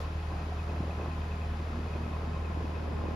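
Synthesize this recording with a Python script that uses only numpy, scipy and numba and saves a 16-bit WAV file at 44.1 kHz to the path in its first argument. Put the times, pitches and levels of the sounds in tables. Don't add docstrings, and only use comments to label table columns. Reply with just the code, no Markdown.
import sys
import numpy as np
from scipy import signal
from scipy.fft import rfft, irfft
from scipy.io import wavfile
from scipy.ndimage import uniform_filter1d
from numba import njit

SR = 44100
rng = np.random.default_rng(int(sys.argv[2]) if len(sys.argv) > 2 else 0)


def materialize(psi):
    bounded = np.clip(np.atleast_2d(psi).T, -1, 1)
    quanta = np.round(bounded * 32767).astype(np.int16)
    wavfile.write(sys.argv[1], SR, quanta)


def volts_from_db(level):
    exponent = np.asarray(level, float) / 20
    return 10 ** exponent


N = 138915
CYCLE_HZ, CYCLE_START_S = 9.716, 0.0065

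# time in seconds, level in dB.
GURGLE_EFFORT = [(0.0, -43.5), (0.27, -62), (0.31, -43.5), (0.66, -52.5), (0.67, -45), (0.82, -44.5),
                 (0.96, -48), (1.0, -41), (1.13, -47.5), (1.46, -51.5), (1.73, -45), (2.34, -47.5),
                 (3.12, -44), (3.15, -47)]
# time in seconds, wash level in dB, bay level in dB.
NARROWING = [(0, 7.5, -2), (.05, 1.5, 9.5), (.15, -0.5, -2.5), (.27, 1, 3), (1.2, 0.5, 1.5),
             (2.09, 0, -3.5), (2.15, 0, 13), (2.22, 0, 2), (2.35, -1, 5), (2.44, -1, 2.5), (2.55, 0, 9),
             (2.88, -1, -2.5), (3.08, -1, 9.5), (3.15, -1, 3)]


def level(x, db):
    return x * volts_from_db(db) / np.sqrt(np.mean(x ** 2))


def walk(rate):
    hold = int(SR / rate)
    steps = np.repeat(rng.standard_normal(N // hold + 1), hold)
    return 0.82 * uniform_filter1d(uniform_filter1d(steps, hold), hold)[:N]


def curve(points):
    return np.interp(np.arange(N) / SR, *np.array(points).T)


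def bell(hz, octaves):
    f = np.arange(1, N // 2 + 2) * SR / N
    return np.exp(-0.5 * (np.log2(f / hz) / octaves) ** 2)


def band(hz, octaves):
    return irfft(rfft(rng.standard_normal(N)) * bell(hz, octaves), N)


@njit
def grains(rows, n):
    out = np.zeros(n)
    for start, gain, hz, t60, glide, rise in rows:
        phase = 0.
        first = int(start * SR)
        for i in range(min(int(t60 * SR), n - first)):
            u = i / SR
            phase += 2 * np.pi * hz * (1 + glide * u / t60) / SR
            out[first + i] += gain * np.sin(phase) * np.exp(-6.9 * u / t60) * min(u / rise, 1.)
    return out


def crank():
    t = np.arange(N) / SR
    hunt_s = 0.00086 * np.cos(2 * np.pi * (t - 1.58) / 1.75)
    return CYCLE_HZ * (t - CYCLE_START_S + hunt_s)


def exhaust(cycle):
    # multiple of the firing rate, level in dB rms.
    boom_orders = [(1, -48.5), (2, -35.5), (3, -52), (4, -49), (5, -55.5), (6, -63)]
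    # multiple of the cycle rate, level in dB rms.
    hull_orders = [(7.02, -57), (9.15, -58.5), (10.29, -56.5), (13.04, -57.5), (18.07, -54.5),
                   (88.8, -64.5), (33.8, -60.5), (42.35, -70), (43.85, -59), (55.3, -66), (71.8, -62.5),
                   (84.2, -61.5), (101.2, -67), (102.2, -68.5)]
    # time in seconds, level in dB rms.
    ring_swell = [(0, -65), (1.4, -63), (1.6, -51.5), (2.1, -48), (2.3, -55.5), (2.7, -53.5), (2.95, -50.5),
                  (3.15, -46)]
    pulse_lead_s, pulse_turn = 0.0029, -1.6
    firing = 2 * np.pi * 4 * (cycle + pulse_lead_s * CYCLE_HZ)
    boom = hull = 0
    for k, db in boom_orders:
        scatter_db = np.sqrt(k / 2) * walk(30.16)
        boom = boom + volts_from_db(db + scatter_db) * np.cos(k * firing + pulse_turn)
    for k, db in hull_orders:
        hull = hull + volts_from_db(db + 4.2 * walk(8.95)) * np.cos(2 * np.pi * (k * cycle + rng.random()))
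    ring = level(band(233, octaves=0.041), 0) * volts_from_db(curve(ring_swell))
    return np.sqrt(2) * (boom + hull) + ring


def valves():
    # start in seconds, peak level in dB.
    ticks = [(0.0498, -54), (0.1805, -53), (0.2813, -51), (0.3975, -50), (0.5945, -45.5), (0.6983, -50),
             (0.9083, -45), (1.0111, -46), (1.1124, -47), (1.2156, -50), (1.3179, -47), (1.4172, -46.5),
             (1.5938, -53), (1.8294, -54), (1.936, -45.5), (2.0393, -49), (2.1394, -52), (2.2473, -53),
             (2.345, -51), (2.4548, -45), (2.5561, -55), (2.6579, -47), (2.7571, -46), (2.862, -53),
             (2.9672, -50), (3.0684, -48)]
    # pitch in Hz, level in dB, t60 in seconds.
    cover_modes = [(2553, 11, 0.059), (2640, 8.5, 0.035), (2447, 6, 0.039)]
    hits = [(s - 0.007, db - 5, 1) for s, db in ticks]  # s, dB, pitch ratio
    hits += [(s + 0.016, db - 10.5, 1 - 0.033) for s, db in ticks]
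    for s in np.arange(CYCLE_START_S + 0.007, N / SR, 1 / (4 * CYCLE_HZ)):
        late, hard = rng.standard_normal(2)
        hits.append((s + 0.001045 * late, -64 + 2.5 * hard, 1))
    rings = []
    for s, db, pitch in hits:
        for hz, mode_db, t60 in cover_modes:
            detuned_hz = hz * (pitch + 0.0025 * rng.standard_normal())
            rings.append((s, volts_from_db(db + mode_db), detuned_hz, t60, -0.02, 0.008))
    return grains(np.array(rings), N)


def pops():
    # time in seconds, level in dB.
    bark = [(0, -14), (1.6, -12), (1.72, 2), (2.4, 3), (2.5, -10)]
    start = np.arange(CYCLE_START_S, N / SR, 1 / CYCLE_HZ) + 0.0015
    chance = rng.standard_normal((len(start), 2))
    hz = 700 * (1 + 0.25 * chance[:, 0].clip(-2, 2))
    db = -31 + 1.5 * chance[:, 1].clip(-1, 1) + np.interp(start, *np.array(bark).T)
    return grains(np.c_[start, volts_from_db(db), hz, 3.5 / hz, 0.5 + 0 * hz, 0.2 / hz], N)


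def gurgle():
    # start in seconds, peak level in dB, pitch in Hz, length in cycles.
    gulps = [(.307, -31, 382, 1.6), (0.364, -39, 350, 1.3), (0.674, -38, 288, 1.6), (.768, -23, 600, 2.9),
             (0.79, -22, 353, 1.4), (.895, -22, 550, 2.3), (.929, -27.5, 447, 3.1), (1.014, -26, 400, 3.9),
             (1.05, -27, 770, 2.4), (1.078, -27, 810, 3), (1.176, -30, 700, 2), (2.288, -41, 380, 2.5),
             (2.572, -21.5, 280, 2.5), (2.666, -31, 300, 1.7), (2.695, -25, 400, 2.4),
             (2.841, -36, 320, 2.9), (2.872, -31, 342, 2), (3.038, -20, 503, 2.2), (3.085, -18, 333, 2.2),
             (3.131, -26, 400, 2), (.465, -25.5, 210, 3.2), (.517, -27, 705, 17), (.697, -22, 600, 2.7),
             (0.711, -27, 480, 2.2), (.835, -25, 500, 2.1), (.868, -28, 700, 2.8),
             (0.8036, -17.5, 163, 2.9), (.88, -21.5, 420, 2), (0.997, -27.5, 337, 4.6),
             (1.03, -26, 420, 3.3), (1.06, -22, 600, 2.7), (1.085, -20, 307, 1.7), (1.699, -26, 294, 4.6),
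             (1.79, -23.5, 265, 2.5), (2.019, -23, 350, 1.5), (2.135, -26, 500, 2), (2.22, -28, 900, 3),
             (2.241, -36, 300, 1.5), (2.227, -30, 407, 7.8), (2.427, -23, 407, 1.8),
             (2.642, -22.5, 256, 3.6), (3.017, -28, 446, 2.8), (3.057, -24, 600, 2.5),
             (3.109, -22.5, 350, 1.4)]
    bubbles_per_s, bubble_cycles = 420, 1.5
    chance = rng.random((int(bubbles_per_s * N / SR), 4))
    octaves = 0.77 * 3.32 * (chance[:, 1] + chance[:, 3] - 1).clip(-0.6, 0.6)
    hz = 350 * 2 ** octaves
    size = volts_from_db(-1.7 * np.log(chance[:, 2].clip(0.03))) * np.sign(chance[:, 3] - 0.6)
    beat = 2 * np.pi * 8 * CYCLE_HZ
    start = chance[:, 0] * N / SR
    start = (start + 0.35 * np.sin(beat * start) / beat).clip(0)
    small = grains(np.c_[start, size, hz, 2.3 * bubble_cycles / hz, 0.6 + 0 * hz, 0.5 / hz], N)
    outlet = signal.butter(2, 130, "high", fs=SR, output="sos")
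    small = level(signal.sosfilt(outlet, small), -46.5)
    big = [(s, volts_from_db(db), f, 1.76 * n / f, 0.1, max(0.5, n / 4) / f) for s, db, f, n in gulps]
    effort = curve(GURGLE_EFFORT)
    return small * volts_from_db(effort - effort.mean()) + grains(np.array(big), N)


def roar(spectrum, db, flicker_db):
    out, swell, effort = 0, walk(6.9), curve(GURGLE_EFFORT)
    effort = effort - effort.mean()
    fade_db = curve(np.array(NARROWING)[:, :2])
    spectrum_hz, spectrum_db = np.array(spectrum).T
    for hz in 45 * 2 ** np.arange(0, 8.4, 1 / 3):
        tilt_db = np.interp(np.log(hz), np.log(spectrum_hz), spectrum_db)
        follow = 0.38 * np.exp(-np.log2(hz / 330) ** 2 / 2)
        motion_db = 0.16 * swell + flicker_db * walk(11.7) + follow * effort
        fade = fade_db * min(hz / 5000, 1)
        out = out + band(hz, 0.26) * volts_from_db(tilt_db + motion_db + fade)
    return level(out, db)


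def bay(cycle, to_side):
    # pitch in Hz, width in Hz, centre level in dB, side level in dB.
    bay_modes = [(1038, 56, -58.5, -65.5), (700, 73, -61, -65), (1296, 23, -63.5, -81),
                 (4940, 360, -73.5, -75), (2544, 37, -71, -76), (430, 90, -67, -56.5)]
    throb = 1 + 0.2 * np.cos(2 * np.pi * 8 * cycle)
    swell = volts_from_db(curve(np.array(NARROWING)[:, ::2]))
    out = 0
    for hz, width_hz, mid_db, side_db in bay_modes:
        blown = band(hz, width_hz / hz) * volts_from_db(0.4 * walk(6.03)) * throb
        ring = level(blown, side_db if to_side else mid_db)
        out = out + ring * (swell if 900 < hz < 1200 else 1)
    return out


def bird():
    # start in seconds, length in seconds, start pitch in Hz, end pitch in Hz, level in dB.
    whistles = [
        (2.25, .16, 7150, 7350, -77),
        (2.53, .18, 5200, 5230, -75),
        (2.75, .16, 5250, 5200, -77),
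    ]
    t, out = np.arange(N) / SR, 0
    for s, length, hz0, hz1, db in whistles:
        u = np.clip((t - s) / length, 0, 1)
        phase = 2 * np.pi * np.cumsum(hz0 + (hz1 - hz0) * u) / SR
        out = out + volts_from_db(db) * np.sqrt(np.sin(np.pi * u).clip(0)) * np.sin(phase)
    return out


def scene():
    # frequency in Hz, level in dB per Hz.
    centre_roar = [(45, -8), (90, -13), (280, -22), (1050, -24.5), (4800, -42), (7250, -52), (11000, -56.5),
                   (13500, -55.5)]
    # frequency in Hz, level in dB per Hz.
    side_roar = [(100, -11), (500, -6.5), (1080, -7), (3800, -24.5), (6300, -40.5), (7900, -22.5),
                 (10000, -43), (13500, -42.5)]
    # frequency in Hz, share to the left, width in octaves.
    leans = [(2950, .3, 0.91), (600, -0.13, 0.43)]
    cycle, far = crank(), bird()
    mid = exhaust(cycle) + valves() + pops() + gurgle() + far
    mid = mid + roar(centre_roar, -44.5, flicker_db=0.5) + bay(cycle, to_side=False)
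    lean_gain = sum(share * bell(hz, octaves) for hz, share, octaves in leans)
    lean = irfft(rfft(mid) * lean_gain, N)
    side = roar(side_roar, -49, flicker_db=-0.3) + bay(cycle, to_side=True) + lean + 1.3 * far
    return np.array([mid + side, mid - side])


def band_limit(x):
    return signal.sosfilt(signal.butter(12, 15720, fs=SR, output="sos"), x)


def record(dry):
    # time in seconds, edge in Hz, bass width in dB.
    width_edge = [(0, 416, -11.5), (1.2, 350, -13), (1.6, 272, -8), (2.0, 174, -4.5), (2.4, 113, -2),
                  (2.65, 61.7, 0.5), (3.15, 40, 4.5)]
    top_hz, thin_hz = 13780, 12300
    fade_in = np.sin(np.pi / 2 * (np.arange(N) / SR / 0.004).clip(0, 1)) ** 2
    mid_side = np.array([dry[0] + dry[1], dry[0] - dry[1]]) / 2 * fade_in
    f, t, (mid, side) = signal.stft(mid_side, SR, nperseg=1024)
    f = f[:, None]
    ragged = np.repeat(rng.standard_normal((len(t), 4)), 4, axis=0)[:len(t)].T
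    mid = mid * ((f < 7520 + 250 * (ragged[0] > 1.6)) | (f > 8900))
    mid = mid * (f < top_hz + 60 * ragged[1]) * volts_from_db(-0.006 * (f - 12000).clip(0, 700))
    patches = rng.random((len(f) // 3 + 1, len(t) // 2 + 1))
    patches = np.repeat(np.repeat(patches, 3, axis=0), 2, axis=1)[:len(f), :len(t)]
    mid = mid * (patches > 0.5 * (f - thin_hz) / (top_hz - thin_hz))
    s, edge_hz, bass_db = np.array(width_edge).T
    side = side * (f > np.interp(t, s, edge_hz) * (1 + 0.12 * ragged[2]))
    side = side * volts_from_db(np.interp(t, s, bass_db) * (f < 600))
    side = side * ((f < 10450 + 150 * ragged[3]) | (f > 12900 + 200 * abs(ragged[0])))
    side = side * (f < 15720 - 600 * (ragged[1] > 0.7))
    mid, side = signal.istft(np.array([mid, side]), SR, nperseg=1024)[1][:, :N]
    return band_limit(np.array([mid + side, mid - side]))


dry = scene()
out = record(dry)
materialize(out)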